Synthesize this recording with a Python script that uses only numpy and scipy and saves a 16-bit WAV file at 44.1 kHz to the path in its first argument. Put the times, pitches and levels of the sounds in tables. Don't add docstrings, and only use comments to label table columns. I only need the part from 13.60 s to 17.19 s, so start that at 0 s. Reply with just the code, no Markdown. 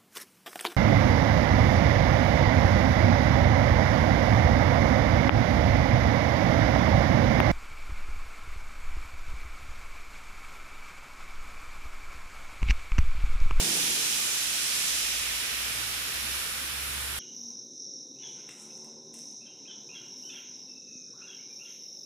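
import sys
import numpy as np
from scipy import signal
from scipy.fft import rfft, irfft, next_fast_len
from scipy.io import wavfile
from scipy.ndimage import uniform_filter1d

SR = 44100
rng = np.random.default_rng(int(sys.argv[2]) if len(sys.argv) > 2 else 0)


def voltage_ratio(level):
    return 10 ** (np.asarray(level, float) / 20)


def unload_audio(sound):
    columns = np.transpose(np.atleast_2d(sound))
    steps = np.round(np.clip(columns, -1, 1) * 32767)
    wavfile.write(sys.argv[1], SR, steps.astype(np.int16))


N = 158319
T = np.arange(N) / SR
SIZE = next_fast_len(N)
F = np.maximum(np.arange(SIZE // 2 + 1) * SR / SIZE, 1)

# [t/s, jet strength/dB, phone facing the chamber/dB]
PRESSURE = [
    (0, -34, -6),
    (.6, -35, -2),
    (.9, -36, -2.5),
    (1.3, -35, -1),
    (1.7, -38, 1.5),
    (2.1, -39, -1.5),
    (2.8, -41, -3.5),
    (3.3, -42.5, -5.5),
    (3.59, -43.5, -9),
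]


def column(table, k, at_s):
    table = np.array(table)
    return np.interp(at_s, table[:, 0], table[:, k])


def curve(table, hz):
    table = np.array(table)
    return np.interp(np.log(hz), np.log(table[:, 0]), table[:, 1])


def pressure_drop_db():
    return column(PRESSURE, 1, T) - PRESSURE[0][1]


def walk(rate_hz):
    hold = int(SR / rate_hz)
    levels = np.repeat(rng.standard_normal(200), hold)[:N]
    return 1.3 * uniform_filter1d(uniform_filter1d(levels, hold), hold)


def pair_noise():
    # [f/Hz, likeness 0-1]
    likeness = [(60, 0.8), (130, 0.98), (290, 0.8), (640, 0.41), (1400, 0.04), (2500, 0.08), (6780, 0),
                (13000, 0)]
    lag_s, lag_from_hz = 0.0004015, 1415
    a, b = rfft(rng.standard_normal((2, SIZE))) * np.sqrt(SR / 2)
    like = np.clip(curve(likeness, F), 0, 1)
    mid = a * np.sqrt((1 + like) / 2)
    side = b * np.sqrt((1 - like) / 2)
    lag = np.exp(-2j * np.pi * lag_s * np.maximum(F - lag_from_hz, 0))
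    return np.array([mid + side, (mid - side) * lag])


def boom():
    # [f/Hz, density/dB per Hz]
    spectrum = [(90, -25), (150, -3), (200, -3), (330, -2.5), (450, -4.5), (600, -11), (900, -8),
                (1400, -40)]
    level_db, t60_s = -41.5, 2
    late_db, late_t60_s = -10.5, 4
    octaves_outside = np.abs(np.log2(F / np.clip(F, spectrum[0][0], spectrum[-1][0])))
    shape_db = curve(spectrum, F) - 20 * octaves_outside
    tail = irfft(pair_noise() * voltage_ratio(shape_db), SIZE)[:, :N]
    fade = voltage_ratio(-60 * T / t60_s) + voltage_ratio(late_db - 60 * T / late_t60_s)
    return tail / np.std(tail) * voltage_ratio(level_db) * fade


def ring():
    # [f/Hz, level/dB, t60/s]
    modes = [(169, 1, 1.6), (291, -5, 1.9), (332.5, 1, 1.8)]
    level_db = -48
    start = 2 * np.pi * rng.random(len(modes))
    total = 0
    for (hz, db, t60_s), phase in zip(modes, start):
        total = total + voltage_ratio(db - 60 * T / t60_s) * np.sin(2 * np.pi * hz * T + phase)
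    return voltage_ratio(level_db) * total


def motor():
    # [t/s, f/Hz, level/dB]
    run_up = [(1.42, 55.5, -58), (1.49, 55.7, -52.5), (1.77, 56.5, -52.5), (1.85, 58.7, -66.5),
              (1.94, 59.4, -52), (2.2, 60.3, -52), (2.4, 62, -54.5), (2.53, 63.7, -65), (2.56, 64.1, -50),
              (2.78, 65.7, -48), (2.83, 65.7, -62), (2.9, 66.6, -55), (3.12, 67.2, -51),
              (3.18, 67.2, -48.5), (3.35, 68.3, -46), (3.59, 68.2, -47)]
    # [t/s, level/dB]
    buzz_level = [
        (1.6, -76),
        (1.97, -67),
        (2.05, -59.5),
        (2.25, -55),
        (2.5, -66),
        (3.25, -70.5),
        (3.35, -57.5),
        (3.59, -54.5),
    ]
    second_db, rise_s, buzz_hz = -14.5, 0.092, 119
    phase = 2 * np.pi * np.cumsum(column(run_up, 1, T)) / SR
    rise = np.exp(np.minimum(T - run_up[0][0], 0) / rise_s)
    second = voltage_ratio(second_db + 2.9 * walk(5.55)) * np.sin(2 * phase)
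    hum = voltage_ratio(column(run_up, 2, T)) * (np.sin(phase) + second)
    buzz = voltage_ratio(column(buzz_level, 1, T)) * np.sin(2 * np.pi * buzz_hz * T)
    return np.sqrt(2) * rise * (hum + buzz)


def whistles():
    # [f/Hz, level/dB]
    tones = [(1491, -63), (2466, -57), (2541, -56), (3187, -55.5), (5410, -60), (5835, -60), (6735, -60),
             (7079, -59)]
    width_hz, level_db, follow = 2.2, 0, 0.5
    density = 0
    for hz, db in tones:
        density = density + voltage_ratio(2 * db) / width_hz / (1 + (2 * (F - hz) / width_hz) ** 2)
    noise = irfft(pair_noise() * np.sqrt(density), SIZE)[:, :N]
    return voltage_ratio(level_db + follow * pressure_drop_db()) * noise


def air():
    # [f/Hz, density/dB per Hz]
    jet = [(900, -52), (1800, -11.5), (2600, -3), (3800, -2), (5500, -2), (7700, -1.5), (9500, -6),
           (15000, -16)]
    # [f/Hz, density/dB per Hz]
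    leak = [(24, -21), (33, -3.5), (75, -5), (110, -5.5), (300, -6.5), (750, -6.5), (1500, -2),
            (11000, -3.5)]
    jet_level_db, jet_follow, slide_oct_per_db = -65.5, 1.044, 0.09
    leak_level_db, leak_follow, leak_top_db_per_oct = -74, 0.095, -12
    chamber_hz, chamber_oct, chamber_level_db = 2550, 0.55, -71
    nozzle_hz, nozzle_oct, nozzle_level_db, nozzle_follow = 5950, 0.33, -66.5, 3.8
    swell_db, swell_hz, flicker_db, flicker_hz = 0.2, 7, 0.45, 9

    drop_db = pressure_drop_db()
    facing_db = column(PRESSURE, 2, T)
    noise = pair_noise()
    swell = walk(swell_hz)
    out = 0
    for hz in 25 * 2 ** (np.arange(29) / 3):
        jet_db = jet_level_db + jet_follow * drop_db + curve(jet, hz * 2 ** (-slide_oct_per_db * drop_db))
        jet_db = jet_db - 20 * max(np.log2(jet[0][0] / hz), 0)
        leak_db = leak_level_db + leak_follow * drop_db + curve(leak, hz)
        leak_db = leak_db + leak_top_db_per_oct * max(np.log2(hz / leak[-1][0]), 0)
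        chamber_db = chamber_level_db + facing_db - 10 * (np.log2(hz / chamber_hz) / chamber_oct) ** 2
        nozzle_db = nozzle_level_db + nozzle_follow * drop_db
        nozzle_db = nozzle_db - 10 * (np.log2(hz / nozzle_hz) / nozzle_oct) ** 2
        power = voltage_ratio(2 * jet_db) + voltage_ratio(2 * nozzle_db) + voltage_ratio(2 * leak_db) + voltage_ratio(2 * chamber_db)
        gain = np.sqrt(power) * voltage_ratio(swell_db * swell + flicker_db * walk(flicker_hz))
        away = np.clip(3 * np.log2(F / hz), -1, 1)
        band = np.cos(away * np.pi / 2) ** 2
        out = out + gain * irfft(noise * band, SIZE)[:, :N]
    return out


def bench(x):
    echo_db, t60_s = -10, 0.9
    cloud = rng.standard_normal((2, SR // 2)) * voltage_ratio(-60 * T[:SR // 2] / t60_s)
    cloud = cloud * voltage_ratio(echo_db) / np.linalg.norm(cloud, axis=1, keepdims=True)
    echoes = rfft(cloud, SIZE) * np.clip(F / 1500, 0, 1)
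    return irfft(rfft(x, SIZE) * (1 + echoes), SIZE)[:, :N]


def scene():
    return boom() + ring() + motor() + whistles() + bench(air())


def low_pass(x):
    return signal.sosfilt(signal.butter(12, 15520, fs=SR, output="sos"), x)


def record(dry):
    # [f/Hz, width/Hz, level/dB]
    left_port = [(1300, 280, 3), (2900, 300, 1), (4050, 500, 0.5), (5300, 510, 0.3), (8380, 800, -8),
                 (10000, 470, -1), (10840, 1260, 6.5), (12100, 600, 3.5), (13300, 570, -7)]
    # [f/Hz, width/Hz, level/dB]
    right_port = [(674, 210, -1), (1350, 240, 2), (3600, 770, 1.5), (4450, 1000, -3), (5800, 420, 0.5),
                  (6480, 620, -4.5), (8460, 280, -2.5), (9300, 1150, 6.5), (11700, 900, -2)]
    # [f/Hz, left minus right/dB]
    balance = [(60, -5), (140, -4), (280, -7.5), (600, -4), (1200, -7.5), (3000, -3), (7000, -5.5),
               (12000, 3.5)]
    top_hz = 15170
    ports_db = []
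    for port in (left_port, right_port):
        ports_db.append(sum(db / (1 + (2 * (F - hz) / width_hz) ** 2) for hz, width_hz, db in port))
    tilt_db = curve(balance, F) / 2
    response = voltage_ratio(np.array(ports_db) + [tilt_db, -tilt_db]) * (F < top_hz)
    mix = irfft(rfft(dry, SIZE) * response, SIZE)[:, :N]
    return low_pass(mix)


dry = scene()
out = record(dry)
unload_audio(out)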